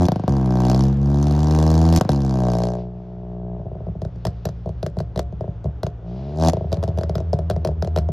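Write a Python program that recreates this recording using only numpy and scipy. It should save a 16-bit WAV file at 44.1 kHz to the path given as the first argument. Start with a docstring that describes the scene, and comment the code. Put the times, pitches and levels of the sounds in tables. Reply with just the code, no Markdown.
"""The open exhaust of a small three-cylinder turbo car pulling away along an empty country road.
Every firing booms as low sines, barks as pulses ringing the pipe and rasps as noisy cracks.
Ignition cuts at the upshifts leave lone bangs; off the throttle unburnt fuel pops in the pipe.
Filtered noise makes the tyre roar and rumble underneath, and the verges return thin echoes.
A microphone with two ports hears it all, with a little hiss of its own."""
import sys
import numpy as np
from scipy import signal
from scipy.fft import rfft, irfft, next_fast_len
from scipy.io import wavfile
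from scipy.ndimage import uniform_filter1d

SR = 44100
rng = np.random.default_rng(int(sys.argv[2]) if len(sys.argv) > 2 else 0)


def output_pcm(signal):
    """Save a mono or channel-first signal as 16-bit PCM at the path in sys.argv[1].

    Samples are clipped to [-1, 1] before scaling.
    """
    pcm = np.clip(np.atleast_2d(signal).T, -1, 1) * 32767
    wavfile.write(sys.argv[1], SR, np.round(pcm).astype(np.int16))


N = 358091

# bangs in the exhaust, relative levels: t/s, bark/dB, thump/dB, crack/dB
BANGS = [(0.085, -8, -9.5, -31.5), (0.119, -10.5, -11, -33.5), (0.159, -14.5, -12.5, -39),
         (0.196, -19, -16.5, -47), (.237, -18.5, -13, -51), (0.279, -8.5, -8.5, -34),
         (2.011, -6.5, -10.5, -26.5), (2.05, -18.5, -14, -45), (2.092, -6, -11, -29),
         (3.594, -38, -25, -78), (3.655, -33, -26, -78), (3.715, -29, -26.5, -81), (3.752, -31, -24.5, -74),
         (3.804, -31, -26, -75), (3.867, -28, -22, -68), (3.885, -32, -20, -69), (3.952, -32, -23.5, -75),
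         (4.018, -23.5, -20, -44.5), (4.05, -25.5, -20.5, -48.5), (4.159, -42.5, -30, -61),
         (4.252, -18, -19, -30), (4.269, -23.5, -17.5, -33.5), (4.454, -18.5, -16.5, -29.5),
         (4.469, -23, -29, -51), (4.489, -28, -24.5, -42), (4.659, -22, -20, -54.5), (4.674, -25, -31, -75),
         (4.691, -26, -20.5, -50.5), (4.829, -18, -17.5, -36), (4.864, -19.5, -19.5, -34.5),
         (4.969, -23, -16, -54), (4.988, -37, -35, -39.5), (5.003, -20, -18.5, -39.5),
         (5.16, -22.5, -17.5, -39), (5.176, -20, -18, -37), (5.193, -16.5, -24, -29.5),
         (5.325, -32.5, -22, -61), (5.408, -20, -21.5, -51), (5.441, -26, -30, -77), (5.478, -29, -19, -68),
         (5.643, -28.5, -18, -51.5), (5.656, -22.5, -20, -56), (5.671, -37, -21, -87),
         (5.832, -17, -17, -32), (5.866, -21, -22.5, -38), (6.533, -11, -17, -35.5),
         (6.569, -18, -17.5, -48), (6.609, -21, -21.5, -69), (6.643, -25.5, -20, -74),
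         (6.719, -21.5, -16, -42), (6.728, -15.5, -31, -31.5), (6.742, -46, -32, -40),
         (6.77, -28.5, -18.5, -50), (6.828, -22, -22.5, -38), (6.837, -17.5, -20, -36),
         (6.878, -22, -16, -44), (6.887, -27, -28.5, -47), (6.975, -21.5, -16, -44),
         (6.986, -20, -33, -36.5), (7.011, -20, -25, -42), (7.034, -23, -22, -37),
         (7.095, -17.5, -19.5, -39), (7.154, -18.5, -15.5, -32.5), (7.181, -25, -41, -42),
         (7.203, -22.5, -24, -47.5), (7.331, -11, -13, -35.5), (7.338, -22, -27, -44),
         (7.389, -19.5, -24, -43), (7.5, -13.5, -19.5, -30.5), (7.51, -18, -21, -37.5),
         (7.527, -50, -29.5, -65), (7.563, -20.5, -18, -45), (7.649, -14, -53, -30),
         (7.66, -20.5, -16.5, -53), (7.673, -25.5, -22, -36), (7.688, -17.5, -24.5, -58),
         (7.714, -31.5, -41, -61), (7.824, -17, -18, -34), (7.847, -25, -17.5, -40), (7.874, -21, -44, -44),
         (7.962, -14, -18, -32), (7.975, -13.5, -17, -35.5), (7.986, -26, -23, -33.5),
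         (8.088, -18.5, -16.5, -50)]
# throttle: t/s, coasting share/0-1, share of the loaded pipe sound/0-1
THROTTLE = [(0, 0, 1), (2.2, 0, 1), (2.5, 0, .7), (2.75, 0, .5), (2.95, 0, 0), (3.55, 0, 0), (3.61, 1, 0),
            (6.0, 1, 0), (6.07, 0, 0), (6.36, 0, .1), (6.42, 0, .7), (6.5, 0, .7), (6.54, 1, 0),
            (8.12, 1, 0)]


def from_db(db):
    """Decibels to gain."""
    return 10 ** (np.asarray(db) / 20)


def rms_one(x):
    """Scale to rms 1."""
    return x / np.sqrt(np.mean(x ** 2) + 1e-20)


def in_time(rows):
    """Columns of a time curve at every sample."""
    s, *columns = np.transpose(sorted(map(tuple, rows)))
    return [np.interp(np.arange(N) / SR, s, c) for c in columns]


def at_hz(points, hz):
    """A spectrum read on a log-frequency axis."""
    f, v = np.transpose(points)
    return np.interp(np.log(hz + 1), np.log(f + 1), v)


def coloured(x, spectrum):
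    """Shape a signal by a spectrum in dB."""
    size = next_fast_len(N)
    gain = from_db(at_hz(spectrum, np.fft.rfftfreq(size, 1 / SR)))
    return irfft(rfft(x, size) * gain, size)[..., :N]


def band(x, low_hz, high_hz, order=3):
    """Band-pass."""
    sos = signal.butter(order, [low_hz, high_hz], "band", fs=SR, output="sos")
    return signal.sosfilt(sos, x)


def decaying(clicks, decay_s):
    """Each click becomes an exponential tail, down to 1/e after decay_s."""
    return signal.lfilter([1], [1, -np.exp(-1 / (decay_s * SR))], clicks + 1e-18)


def drift(rate):
    """Slow smoothed wander around zero, from random points at a rate per second."""
    slow = rng.standard_normal(int(N / SR * rate) + 2)
    line = np.interp(np.arange(N) * rate / SR, np.arange(len(slow)), slow)
    return uniform_filter1d(line, int(SR / rate / 2))


def road():
    """Tyre and air roar over low rumble: filtered noise, partly unlike on the two sides."""
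    # loudness of the roar, relative: t/s, level/dB
    roar_level = [(0, -53.5), (.7, -42.5), (1.1, -48), (1.9, -45), (2.1, -48), (2.7, -55), (2.87, -61.5),
                  (3.3, -59.5), (5.95, -56), (6.67, -53.5), (8.12, -55)]
    # spectrum of tyres and air: f/Hz, level/dB
    roar_spectrum = [(470, 5), (800, -2), (995, -6.5), (1460, -11), (2190, -20.5), (3640, -22.5),
                     (4020, -29.5), (7000, -32), (9100, -84.5), (15400, -120)]
    # spectrum of the rumble: f/Hz, level/dB
    rumble_spectrum = [(20, -5.5), (40, 9.5), (90, 22), (200, 6.5), (400, -6.5), (900, -32.5)]
    level_db, = in_time(roar_level)
    mid, side, low, low_side = rng.standard_normal((4, N))
    sides = np.array([[1], [-1]])
    flicker_db = 1.3 * drift(9.)
    roar = rms_one(band(coloured(mid + 0.21 * sides * side, roar_spectrum), 210, 6500))
    lumps_db = 2.5 * drift(6.)
    rumble = rms_one(band(coloured(low + 0.14 * sides * low_side, rumble_spectrum), 8.2, 1500))
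    return from_db(level_db + 7 + flicker_db) * roar + from_db(-42.5 + lumps_db) * rumble


def verges(x):
    """A few thin echoes off the verges, at different distances on each side."""
    # echoes: left delay t/s, right delay t/s, level/dB
    echoes = [(.0021, 0.0046, -13.5), (.011, 0.0056, -22), (0.024, 0.036, -24.5), (.037, 0.061, -39.5)]
    thin = band(x, 700, 20000, order=2)
    out = np.zeros((2, N))
    for left_s, right_s, level_db in echoes:
        for side, lag in enumerate((int(left_s * SR), int(right_s * SR))):
            out[side, lag:] += from_db(level_db) * thin[:N - lag]
    return out


def modes(clicks, table, sign=1):
    """Clicks ring a set of modes; sign -1 sets neighbours against each other, so the ring swells late."""
    out = 0
    for k, (hz, level_db, t60) in enumerate(table):
        r = from_db(-60 / (t60 * SR))
        w = 2 * np.pi * hz / SR
        strike = from_db(level_db) * np.sin(w) * sign ** k
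        out = out + signal.lfilter([0, strike], [1, -2 * r * np.cos(w), r * r], clicks + 1e-18)
    return out / np.sum(from_db(np.array(table)[:, 1]))


def bark(low, high):
    """Pressure pulses ring the pipe; load changes its modes, the silencer trims both ends."""
    # pipe modes on light throttle, then under load: f/Hz, relative level/dB, t60/s
    low_light = [(380, 4.4, 0.067), (420, 0, 0.09)]
    high_light = [(570.7, -4, 0.31), (634.4, 19.5, 0.04), (702, -7, 0.42), (905, -26, 0.016)]
    low_loaded = [(287.5, 8, 0.056), (338.3, 11, 0.049), (367, -6.5, 0.091), (470.5, 0.5, 0.069)]
    high_loaded = [(547, -2, 0.061), (631, 5, 0.045), (730, 9.5, 0.032), (878, -3, 0.033),
                   (951, -12, 0.034), (1090, -20, 0.092), (1553, -5, 0.028)]
    load = in_time(THROTTLE)[1]
    light = modes(low * (1 - load), low_light) + modes(high * (1 - load), high_light)
    loaded = modes(low * load, low_loaded) + modes(high * load, high_loaded)
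    return band(light, 260, 1025, order=4) + band(loaded, 175, 1390)


def cracks(clicks, tail_db, spectrum):
    """Each click is a shock front with a short burst of noise and a faint, duller tail to both sides."""
    burst = decaying(clicks, 0.0016) * rng.standard_normal(N)
    scattered = rng.standard_normal(N) + 0.42 * rng.standard_normal((2, N))
    tail = decaying(clicks, 0.011) * scattered
    tail = signal.sosfilt(signal.butter(2, 6000, fs=SR, output="sos"), tail)
    return coloured(0.27 * clicks + burst + from_db(tail_db) * tail, spectrum)


def edge(clicks, level_db):
    """Strong fronts steepen: their top treble grows with the square of their strength."""
    spit = decaying(clicks ** 2, 0.0015) * rng.standard_normal(N)
    return from_db(level_db) * band(spit, 8500, 15000, order=2)


def thump(clicks):
    """The blunt push of a bang rings the low modes of the long pipe."""
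    # low modes on light throttle, then under load: f/Hz, relative level/dB, t60/s
    light_modes = [(67.6, -8.5, 0.53), (102.4, -0.5, 0.16), (149.9, 1, 0.12), (188, 1, 0.062)]
    loaded_modes = [(104, -5, 0.17), (173, 6.5, 0.044)]
    load = in_time(THROTTLE)[1]
    soft = signal.lfilter([.04], [1, -.96], clicks)
    light = modes(soft * (1 - load), light_modes, sign=-1)
    loaded = modes(soft * load, loaded_modes, sign=-1)
    return band(from_db(11.0) * light + from_db(6.5) * loaded, 33, 640, order=2)


def pops():
    """Lone explosions ring the same pipe, with a late thump and a crack."""
    # crack of a lone bang: f/Hz, level/dB
    crack_spectrum = [(800, 11), (1400, 8.5), (2300, -4), (3500, 0), (4800, 3.5), (6500, -3), (8500, -5.5),
                      (11500, -19), (14000, -29)]
    s, bark_db, thump_db, crack_db = np.transpose(BANGS)
    low_db = -17 + 0.69 * bark_db     # the low bark follows part of the bark's swing
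    levels_db = bark_db, low_db, thump_db, crack_db
    lags_s = .0003, .0012, .0043, 0     # the low push leaves the long pipe last
    high, low, push, crack = np.zeros((4, N))
    for clicks, db, lag_s in zip((high, low, push, crack), levels_db, lags_s):
        clicks[np.minimum(((s + lag_s) * SR).astype(int), N - 1)] = from_db(db)
    barks = bark(from_db(10.0) * low, from_db(2.5) * high)
    snaps = from_db(10.5) * cracks(crack, -18.5, crack_spectrum)
    return barks + thump(push) + snaps + edge(crack, 30.5)


def ignition_db():
    """Level lost while the spark is cut during the upshifts."""
    # ignition cuts: start t/s, end t/s
    cuts = [(0.065, .28), (1.985, 2.094)]
    t, edge_s = np.arange(N) / SR, .012
    return -25 * sum(np.interp(t, (s, s + edge_s, end, end + edge_s), (0, 1, 1, 0)) for s, end in cuts)


def aftermath(boom_db):
    """Swells and fades after each bang, by its strength against the boom."""
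    s, bark_db = np.transpose(BANGS)[:2]
    clicks = np.zeros(N)
    r = np.exp(-1 / (0.0094 * SR))     # peaks 9.4 ms after the bang
    clicks[(s * SR).astype(int)] = from_db(bark_db)
    return signal.lfilter([np.e * (1 - r)], [1, -2 * r, r * r], clicks / from_db(boom_db) + 1e-18)


def boom(per_s, turns, level_db, after, scatter_db):
    """Orders 1 to 3 of the firing rate as sines; uneven burning makes them waver in level and timing."""
    # strength of an order under load, on light throttle and coasting: f/Hz, level/dB
    loaded = [(58, -10.5), (66, -6.5), (80, 0), (120, -1.5), (165, 0), (190, -2.5), (250, -11)]
    light = [(58, -4.5), (72, -6.5), (120, -3.5), (130, -3), (150, -4.5), (180, -1.5), (230, -14)]
    coasting = [(56, -4.5), (82, -3.5), (116, -6), (160, -18), (176, -13), (245, -36.5)]
    # lag of each order behind the firing: t/s
    lags_s = [.022, .00875, .0048]
    # turn of each order: part of its own cycle
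    order_turns = [-.18, .115, -.14]
    coast, load = in_time(THROTTLE)
    out = 0
    for order, lag_s, turn in zip((1, 2, 3), lags_s, order_turns):
        hz = order * per_s
        db = level_db + load * at_hz(loaded, hz) + coast * at_hz(coasting, hz)
        db = db + (1 - load - coast) * at_hz(light, hz)
        if order == 1:     # the first order falters after a bang while coasting
            db = db - 20 * np.log10(1 + 1.33 * after)
        gain = np.sqrt(2) * from_db(db + scatter_db * drift(30.))
        phase = 2 * np.pi * (order * (turns - per_s * lag_s) - turn)
        out = out + gain * np.sin(phase + .2 * scatter_db * drift(14.))
    return out


def rasp(fired, cylinder_db, level_db):
    """Gas hiss that steepens into cracks, one per firing, as the rasp grows louder."""
    # crack at the tailpipe: f/Hz, level/dB
    crack_spectrum = [(800, 13), (1400, -5.5), (2300, -9), (3500, -5), (4800, 0), (6500, -3), (8500, -8),
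                      (11500, -18.5), (14000, -23.5)]
    # rasp level where cracks begin to replace hiss, and where they have: level/dB
    shock_range = (-68, -56)
    load = in_time(THROTTLE)[1]
    uneven = fired * from_db(cylinder_db * load ** 2 + 1.5 * rng.standard_normal(N))
    cracking = rms_one(cracks(uneven, -16, crack_spectrum))
    hiss = rms_one(band(rng.standard_normal(N), 1200, 5200, order=4))
    shock = np.interp(level_db, shock_range, (0, 1))
    mixed = shock * cracking + (1 - shock) * hiss
    return edge(load * uneven * from_db(level_db), 39.5) + from_db(level_db + 8.0) * mixed


def engine():
    """Low orders as sines, one pulse per firing into the pipe modes, a crack on each."""
    # engine speed: t/s, firing rate f/Hz
    speed = [(0, 89), (.066, 88.2), (.28, 70.3), (.4, 65.6), (.5, 62.5), (.64, 61.9), (.84, 66.5),
             (.97, 68.3), (1.45, 75.6), (1.98, 83.1), (2.1, 71), (2.38, 63.3), (2.55, 58.7), (2.71, 60.7),
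             (3.66, 59.9), (4.5, 58.55), (5.9, 56.3), (6.07, 57.3), (6.41, 80.2), (6.48, 81.8), (7.2, 81.5),
             (8.12, 79)]
    # relative loudness of the running engine: t/s, boom/dB, bark/dB, rasp/dB
    loudness = [(0, -16.5, -21.5, -41.5), (.07, -17, -28.5, -37.5), (.3, -17.5, -31, -44.5),
                (.42, -19, -31, -52), (.7, -17, -23.5, -35.5), (.84, -15.5, -31.5, -41),
                (.97, -19.5, -47.5, -59), (1.08, -17, -34.5, -52), (1.18, -17, -32, -43),
                (1.36, -17.5, -33.5, -42.5), (1.55, -17.5, -25.5, -37.5), (1.9, -15.5, -28, -40),
                (1.985, -16, -24.5, -27.5), (2.1, -17.5, -27, -35.5), (2.19, -19.5, -35.5, -47.5),
                (2.44, -19.5, -23, -44.5), (2.64, -22, -22.5, -41.5), (2.75, -27, -28, -54.5),
                (2.9, -33.5, -47, -89.5), (3.04, -36.5, -47.5, -81.5), (3.55, -30, -40.5, -95),
                (3.62, -30.5, -48, -86), (3.75, -32, -59, -94), (4.3, -30, -75.5, -74),
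                (5.95, -33, -67, -94), (6.02, -35, -53, -94), (6.08, -30.5, -45, -71.5),
                (6.35, -27, -41, -62.5), (6.43, -17.5, -17.5, -34.5), (6.5, -16.5, -21, -32.5),
                (6.508, -22, -48, -57), (6.6, -29, -70, -73), (6.75, -20, -54, -78),
                (8.12, -17.5, -62.5, -85)]
    # relative strength of the three cylinders in firing order: level/dB
    cylinders = [0, -4, -8]
    per_s, = in_time(speed)
    levels_db = np.array(in_time(loudness))
    coast, load = in_time(THROTTLE)
    after = coast * aftermath(levels_db[0])
    boom_db, high_db, rasp_db = levels_db + ignition_db()
    # the low bark lies between boom and bark, weaker without load
    low_db = 0.39 * boom_db + (1 - 0.39) * high_db - 5.5 * (1 - load)
    # the bark flares after a bang while coasting
    high_db = high_db + 20 * np.log10(1 + 3.86 * np.tanh(after))
    scatter_db = .35 + 1.45 * coast     # firings scatter more while coasting
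    turns = 1.22 + np.cumsum(per_s) / SR     # firings gone by
    fired = np.diff(np.floor(turns), prepend=1)
    cylinder_db = np.array(cylinders)[turns.astype(int) % 3]
    # the bark takes a small share of the cylinder pattern
    pulse_db = 0.13 * load * cylinder_db + 1.5 * scatter_db * rng.standard_normal(N)
    pulses = fired * from_db(pulse_db)
    # turbulent gas follows each pulse for a few milliseconds
    gas = decaying(pulses, .004) * rng.standard_normal(N)
    # the bark trails the crack by 1 ms
    pulses = np.roll(pulses + (.012 + .015 * scatter_db) * gas, int(.001 * SR))
    barks = bark(-pulses * from_db(low_db + 11.5), -pulses * from_db(high_db + 12.5))
    return boom(per_s, turns, boom_db, after, scatter_db) + barks + rasp(fired, cylinder_db, rasp_db)


def scene():
    """Car, its echoes and the road."""
    car = engine() + pops()
    return car + verges(car.mean(axis=0)) + road()


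def record(dry):
    """Two microphone ports differ in phase and level; faint hiss is added and the top is cut."""
    # phase lead of the left port: f/Hz, phase/rad
    port_phase = [(300, 0), (1380, .4), (1810, -.6), (2300, 0), (4910, .5), (6460, -.3), (7150, -1.3),
                  (7840, -2.6), (9650, -4.4), (10500, -5.6), (12400, -6.9), (13500, -8.2)]
    # left minus right: f/Hz, level/dB
    port_balance = [(60, .2), (200, .3), (400, 1.2), (700, 2), (1210, 3), (2200, 1), (4010, .8), (7320, 0),
                    (13300, .4)]
    size = next_fast_len(N)
    hz = np.fft.rfftfreq(size, 1 / SR)
    # each port takes half of the difference
    half = from_db(at_hz(port_balance, hz) / 2) * np.exp(.5j * at_hz(port_phase, hz))
    ports = irfft(rfft(dry, size) * [half, 1 / half], size)[:, :N]
    self_noise = rms_one(band(rng.standard_normal((2, N)), 8000, 13500))
    ports = ports + from_db(-94) * self_noise
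    return signal.sosfilt(signal.butter(10, 14000, fs=SR, output="sos"), ports)


dry = scene()
out = record(dry)
output_pcm(out)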